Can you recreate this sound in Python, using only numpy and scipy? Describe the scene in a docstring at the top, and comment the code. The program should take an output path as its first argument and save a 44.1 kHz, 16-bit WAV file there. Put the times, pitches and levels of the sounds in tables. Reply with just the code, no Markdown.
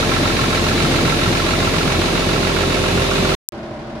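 """An open yard, where a road milling machine's six-cylinder diesel idles. Each firing puffs the exhaust,
knocks the block into ringing and sets off a clatter, over a drone, fan hiss, thin whines and low rumble.
The sound stops dead; after a sharp click in the silence the engine is heard again from behind
the machine, slower, quieter and duller."""
import sys
import numpy as np
from scipy import signal
from scipy.fft import rfft, irfft
from scipy.io import wavfile

SR = 44100
rng = np.random.default_rng(int(sys.argv[2]) if len(sys.argv) > 2 else 0)


def unload_wav(signal):
    """Save mono or channel-first audio to the path in sys.argv[1] as 16-bit WAV at rate SR, clipped to [-1, 1]."""
    wavfile.write(
        sys.argv[1],
        SR,
        np.round(np.clip(np.atleast_2d(signal).T, -1, 1) * 32767).astype(np.int16),
    )


N = 176400
TIME = np.arange(N) / SR
FRONT_END_S, CLICK_S, REAR_START_S = 3.35, 3.4885, 3.522
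CYLINDERS = 6
ATTACK_FIRINGS, PUFF_FIRINGS = .067, .7   # rise of every burst, decay of an exhaust puff

def from_db(db):
    """Decibels to gain."""
    return 10 ** (np.asarray(db) / 20)

def rms_one(x):
    """Scale to unit power."""
    return x / np.sqrt(np.mean(x ** 2) + 1e-20)

def in_time(curve):
    """Read an automation curve at every sample."""
    return np.interp(TIME, *np.transpose(curve))

def per_bin(curve):
    """Read a frequency curve at every FFT bin."""
    hz, value = np.transpose(curve)
    return np.interp(np.log(np.arange(N // 2 + 1) * SR / N + 1), np.log(hz), value)

def pan(db):
    """Left and right gains; positive dB leans left."""
    return from_db(np.array([[db], [-db]]) / 2)

def fade(start_db, end_db):
    """Gain ramp across the front view: the balance shifts as the listener moves."""
    return from_db(start_db + (end_db - start_db) * TIME / FRONT_END_S)

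def bandpass(x, low_hz, high_hz):
    """Keep one band, with gentle slopes."""
    return signal.sosfilt(signal.butter(2, [low_hz, high_hz], "band", fs=SR, output="sos"), x)

def colour(x, spectrum, likeness):
    """Give two unrelated signals an EQ curve and a left-right likeness; rms 1."""
    alike = per_bin(likeness)
    mid, side = rfft(x) * from_db(per_bin(spectrum))
    return rms_one(irfft(np.sqrt(1 + alike) * mid + np.sqrt(1 - alike) * side * [[1], [-1]], N))

def resonate(force, modes):
    """Ring a bank of resonances, each arriving by its own path up to 7 ms late; rms 1."""
    out = 0
    for hz, width_hz, start_db, end_db, pan_db in modes:
        ring = rms_one(signal.lfilter(*signal.iirpeak(hz, hz / width_hz, fs=SR), force))
        ring = np.roll(ring, int(rng.random() * .007 * SR), axis=1)
        out += fade(start_db, end_db) * pan(pan_db) * ring
    return rms_one(out)

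def crank(firing_hz, wander_firings=.012):
    """The engine's clock: firings counted since the start, slightly unsteady."""
    knots = np.arange(0, N / SR + 1, 1 / 12)
    wander = np.interp(TIME, knots, rng.standard_normal(N)[:len(knots)])
    return np.cumsum(firing_hz * np.ones(N)) / SR + wander_firings * wander

# The idle's groove, a row of accents per cylinder:
# (timing offset [firings], exhaust [dB], knock [dB], clatter [dB])
FIRINGS = [(-0.1, 4, 4, 8), (-0.03, 5, 0.5, -2.5), (-0.16, -6, 0, 0), (-0.03, 7.5, -3, -1),
           (-0.07, 1.5, 3, 5.5), (-0.05, -2, 3.5, 1.5)]
OFFSETS, PUFF_ACCENTS, KNOCK_ACCENTS, CLATTER_ACCENTS = np.transpose(FIRINGS)

def bursts(turn, accents_db, decay_firings):
    """Firing envelope: each cylinder hits fast and dies away with its own strength; rms 1."""
    out = 0
    for cylinder, db in enumerate(accents_db):
        age = (turn - cylinder - OFFSETS[cylinder]) % CYLINDERS
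        out += from_db(db) * (1 - np.exp(-age / ATTACK_FIRINGS)) * np.exp(-age / decay_firings)
    return rms_one(out)

def combustion_noise(turn, repeat):
    """Combustion grit: the share `repeat` of its power loops every engine cycle, the rest is new."""
    size = 6000
    position = (turn / CYLINDERS % 1 * size).astype(int) % size
    loop = rng.standard_normal((2, size))[:, position]
    return np.sqrt(repeat) * loop + np.sqrt(1 - repeat) * rng.standard_normal((2, N))

def piston_blows(turn, accents_db, spread_db=1.1):
    """One sharp blow per firing, reaching the two ears a millisecond or so apart; rms 1."""
    out = np.zeros((2, N))
    for firing in range(1, int(turn[-1])):
        cylinder = firing % CYLINDERS
        at = np.searchsorted(turn, firing + OFFSETS[cylinder] + ATTACK_FIRINGS * rng.random(2))
        strength = from_db(accents_db[cylinder] + spread_db * rng.standard_normal())
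        out[[0, 1], np.minimum(at, N - 1)] = strength
    return rms_one(out)

def partial(turn, order):
    """A sine at a multiple of the cycle rate; reflections put it out of step between the ears."""
    khz = order * turn[-1] / TIME[-1] / CYLINDERS / 1000
    ear_phase = khz * rng.choice([-1, 1]) * np.array([[1], [-1]])   # 1 rad per kHz each way
    return np.sqrt(2) * np.sin(2 * np.pi * (order * turn / CYLINDERS + rng.random()) + ear_phase)

# Tonal body of the idle: (order [x cycle rate], start level [dB], end level [dB], pan [dB])
DRONE_ORDERS = [(6, -29.5, -28.5, 0), (12, -30, -32, 0), (18, -35, -40, 4), (21, -39, -34, 1),
                (24, -39, -31, 0), (30, -37, -40, 2), (36, -31, -36, 5), (48, -30.5, -33, 5),
                (54, -41, -26, -10), (60, -36, -45, 7), (62, -33, -39, 0), (72, -41, -32, -6),
                (80, -41, -41, -7), (84, -39, -32.5, -3), (90, -44, -41, 7), (102, -44, -45, -2),
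                (108, -43, -43, 5), (126, -44, -38, -2), (210, -58, -41, -3)]

def drone(turn):
    """The repeating engine cycle hums as a stack of harmonics locked to the crank."""
    return sum(fade(start_db, end_db) * pan(pan_db) * partial(turn, order)
               for order, start_db, end_db, pan_db in DRONE_ORDERS)

# Boomy exhaust EQ: (frequency [Hz], relative level [dB])
EXHAUST_EQ = [(50, -35), (90, -7.5), (150, -1.5), (230, -2.5), (330, 1.5), (385, -9.5), (450, 1),
              (510, -6.5), (640, -5), (800, -13), (1200, -7.5), (2500, -29), (6000, -47)]
# Front stereo image, centred lows and wide highs: (frequency [Hz], left-right likeness [0-1])
FRONT_IMAGE = [(50, 0.9), (170, 1), (350, 0.85), (650, 1), (1000, .05), (3000, 0.01)]

def exhaust(turn):
    """Each firing pushes out a low puff of gas."""
    puffs = combustion_noise(turn, repeat=.45) * bursts(turn, PUFF_ACCENTS, PUFF_FIRINGS)
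    return from_db(-25.5) * colour(puffs, EXHAUST_EQ, FRONT_IMAGE)

# Ring of the engine block:
# (frequency [Hz], width [Hz], relative start level [dB], relative end level [dB], pan [dB])
BLOCK_MODES = [(929, 40, -2.5, -5.5, 6), (1000, 40, -8, -1.5, -0.5), (1138, 55, -4, -2, -3.5),
               (1510, 63, -6.5, -2.5, -6), (1650, 79, -0.5, -6, -8), (1770, 90, 2, -2.5, -10),
               (1910, 150, -2, 2, -6), (2084, 70, -5, -10, -3.5), (2320, 150, 2.5, -3.5, -8.5),
               (2600, 250, 2.5, 3.5, -4.5), (2837, 110, -4, 3.5, -7), (3730, 90, 1.5, -5, 8),
               (3990, 140, 1, -8, 8)]

def knock(turn):
    """Piston blows and their gritty tails set the block ringing."""
    blows = piston_blows(turn, KNOCK_ACCENTS)
    grit = combustion_noise(turn, repeat=.9) * bursts(turn, KNOCK_ACCENTS, decay_firings=.85)
    force = signal.sosfilt(signal.butter(4, 4400, fs=SR, output="sos"), blows + 1.4 * grit)
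    return from_db(-28.5) * resonate(force, BLOCK_MODES)

# Metallic pings, probably of the cylinder head:
# (cylinder [index], frequency [Hz], start level [dB], end level [dB], pan [dB])
HEAD_NOTES = [(1, 1340, -33.5, -36.5, -8), (2, 1080, -40, -41, 2), (4, 1420, -47, -34.5, -6),
              (4, 1155, -48, -35.5, -3), (5, 1340, -33, -44, -9), (5, 1070, -36, -41, 2)]

def head_ring(turn, width_hz=80, delay_firings=.13, ear_lag_s=.00015):
    """Once a cycle, a cylinder's blow swells and dies in a ringing note of its own."""
    out = 0
    for cylinder, hz, start_db, end_db, pan_db in HEAD_NOTES:
        solo_db = np.where(np.arange(CYLINDERS) == cylinder, 0, -np.inf)
        blows = piston_blows(turn - delay_firings, solo_db)[0]
        peak = signal.iirpeak(hz, hz / width_hz, fs=SR)
        ring = rms_one(signal.lfilter(*peak, signal.lfilter(*peak, blows)))   # twice: a soft attack
        ears = np.array([np.roll(ring, int(ear_lag_s * SR)), ring])
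        out += fade(start_db, end_db) * pan(pan_db) * ears
    return out

# Bright clatter EQ: (frequency [Hz], relative level [dB])
CLATTER_EQ = [(300, -17), (700, 0), (1200, 0), (1700, 3.5), (2500, 6), (3250, -3.5), (4100, 3),
              (5200, -6.5), (6600, -7.5), (8000, -13.5), (10000, -18), (12000, -24.5), (15000, -53)]

def clatter(turn):
    """A bright rattle on every firing, off to the right."""
    rattle = combustion_noise(turn, repeat=.15) * bursts(turn, CLATTER_ACCENTS, decay_firings=.81)
    return from_db(-29) * pan(-7.5) * panel_echoes(colour(rattle, CLATTER_EQ, FRONT_IMAGE))

# Drone from behind: (order [x cycle rate], level [dB])
REAR_ORDERS = [(22, -45.5), (36, -39), (48, -51), (54, -46), (90, -45), (96, -48), (102, -54), (108, -54),
               (114, -57), (156, -55)]
# Ring of the rear covers: (frequency [Hz], width [Hz], level [dB])
COVER_MODES = [(636, 82, -40), (955, 57, -48), (1045, 70, -48.5), (1468, 40, -52.5)]
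# Muffled engine EQ: (frequency [Hz], relative level [dB])
REAR_EQ = [(20, -21), (45, 1), (90, -3.5), (135, 0), (190, -2.5), (230, 0.5), (262, -5), (305, 2.5),
           (400, -2.5), (480, -10.5), (530, -15), (590, -2), (700, -5.5), (780, -4), (880, -13), (980, -11),
           (1200, -13), (1450, -12.5), (1800, -16.5), (3000, -22), (5000, -27), (8000, -39.5),
           (11000, -45.5), (15000, -65)]
# Rear stereo image: (frequency [Hz], left-right likeness [0-1])
REAR_IMAGE = [(60, .99), (290, 1), (640, 0.86), (1410, 0.038), (3100, 0)]

def engine_rear(throb_depth=.28):
    """A slower idle, muffled by the machine's body, whose covers ring."""
    turn = crank(firing_hz=37.2)
    throb = 1 - throb_depth + throb_depth * bursts(turn, PUFF_ACCENTS, PUFF_FIRINGS)
    hum = sum(from_db(db) * partial(turn, order) for order, db in REAR_ORDERS)
    shake = rng.standard_normal(N) * throb
    covers = sum(from_db(db) * rms_one(bandpass(shake, hz - width / 2, hz + width / 2))
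                 for hz, width, db in COVER_MODES)
    chug = colour(combustion_noise(turn, repeat=.4) * throb, REAR_EQ, REAR_IMAGE)
    return hum + covers + from_db(-31) * chug

def click():
    """One thin, bright click, weaker and flipped in polarity on the right."""
    pulse = from_db(9) * (np.arange(N) == int(CLICK_S * SR))
    return bandpass(pulse, 6300, 15000) * [[1], [-.45]]

# Airy fan EQ: (frequency [Hz], relative level [dB])
HISS_EQ = [(300, -2.5), (750, 3.5), (1200, -1.5), (2000, 0), (3200, -1), (4000, 0), (5200, -5), (6600, -8),
           (8000, -14), (10000, -13.5), (12000, -18.5), (15000, -31.5)]

def fan_hiss():
    """The fan's steady rush of air, coloured by the panels."""
    air = colour(rng.standard_normal((2, N)), HISS_EQ, FRONT_IMAGE)
    return from_db(-23) * pan(-.5) * panel_echoes(air)

# Thin whines, probably of the pumps and the fan:
# (frequency [Hz], width [Hz], relative start level [dB], relative end level [dB], pan [dB])
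WHINE_TONES = [(1066.5, 2, 3, -3, 2), (1334, 3, -2, -10, -6), (2099, 8, -6, -14, -2),
               (2336, 8, -10, -3, -3), (2570, 8, -16, 1, -4), (2719, 7, -14, -1, -4), (2993, 7, -16, -4, 0),
               (3472, 6, -10, 1.5, -2), (3736, 7, -6, 1.5, 2), (3930, 8, -12, -4, 4)]

def whines():
    """Noise through very narrow resonances sings at steady pitches."""
    return from_db(-32.5) * resonate(rng.standard_normal((2, N)), WHINE_TONES)

# Fader ride of the rumble: (time [s], level [dB])
RUMBLE_RIDE = [(0, -23), (.3, -22.5), (.6, -25), (.75, -20.5), (.87, -20), (.96, -20.5), (1.03, -20.5),
               (1.18, -22), (1.28, -22), (1.4, -24), (1.85, -23), (2.2, -23.5), (2.42, -25), (2.7, -26),
               (2.97, -23), (3.07, -26), (3.2, -24.5), (3.35, -26)]
# Bass-heavy rumble EQ: (frequency [Hz], relative level [dB])
RUMBLE_EQ = [(20, -46), (45, -22), (70, -6), (98, 4), (140, 2), (220, -2), (320, -3), (480, -10.5),
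             (900, -18), (3000, -47)]
# Stereo image of the rumble: (frequency [Hz], left-right likeness [0-1])
RUMBLE_IMAGE = [(40, 0.5), (100, 0.89), (250, 0.94), (600, .6)]

def rumble():
    """A bed of low noise that swells and sinks."""
    return from_db(in_time(RUMBLE_RIDE)) * colour(rng.standard_normal((2, N)), RUMBLE_EQ, RUMBLE_IMAGE)

# Low surges, probably wind gusts: (time [s], band centre [Hz], length [s], level [dB])
SURGES = [(.745, 250, .03, -22), (.855, 135, .04, -16.5), (.893, 300, .02, -17.5), (1.035, 285, .035, -17),
          (1.283, 135, .028, -16), (2.0, 105, .04, -21.5), (2.45, 170, .06, -22.5), (2.97, 95, .05, -23),
          (3.2, 165, .06, -21)]

def surges():
    """Short, soft thuds of noise about an octave wide, dead centre."""
    out = 0
    for at_s, hz, length_s, db in SURGES:
        swell = np.exp(-2 * ((TIME - at_s) / length_s) ** 2)
        thud = bandpass(rng.standard_normal(N), hz / 1.4, hz * 1.4) * swell
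        out += from_db(db) * thud * np.sqrt(np.sum(swell ** 2) / np.sum(thud ** 2))
    return out

# Early reflections: (left delay [ms], right delay [ms], level against the direct sound [dB])
ECHO_TAPS = [(2.3, 3.1, -19), (4.9, 4.2, -19.5), (7.1, 8.3, -17), (11.4, 10.1, -17.5)]

def panel_echoes(x):
    """Steel panels and the ground throw the sound back, hollow and metallic; rms 1."""
    out = x
    for *delays_ms, db in ECHO_TAPS:
        echo = np.array([np.roll(ear, int(ms * SR / 1000)) for ear, ms in zip(x, delays_ms)])
        out = out + from_db(db) * echo
    return rms_one(out)

# Idle speed at the front: (time [s], firing rate [Hz])
FRONT_SPEED = [(0, 43.76), (.5, 43.84), (1, 43.75), (1.35, 43.6), (1.8, 43.7), (3.35, 43.77)]
# Fader ride of the bright layers as the listener turns: (time [s], gain [dB])
TREBLE_RIDE = [(0, 0), (.9, 0.5), (1.6, 0), (2.4, -0.7), (3.35, -0.4)]

def scene():
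    """The front of the machine, a hard cut to silence with a click, then its rear."""
    turn = crank(in_time(FRONT_SPEED))
    body = drone(turn) + exhaust(turn)
    bright = knock(turn) + clatter(turn) + whines() + fan_hiss()
    low_bed = rumble() + surges()
    treble = from_db(in_time(TREBLE_RIDE)) * (bright + head_ring(turn))
    front = body + treble + low_bed
    return front * (TIME < FRONT_END_S) + click() + engine_rear() * (TIME > REAR_START_S)

def record(dry):
    """A steep high cut at 15.5 kHz on the whole mix."""
    return signal.sosfilt(signal.cheby1(10, .2, 15500, fs=SR, output="sos"), dry)

dry = scene()
out = record(dry)
unload_wav(out)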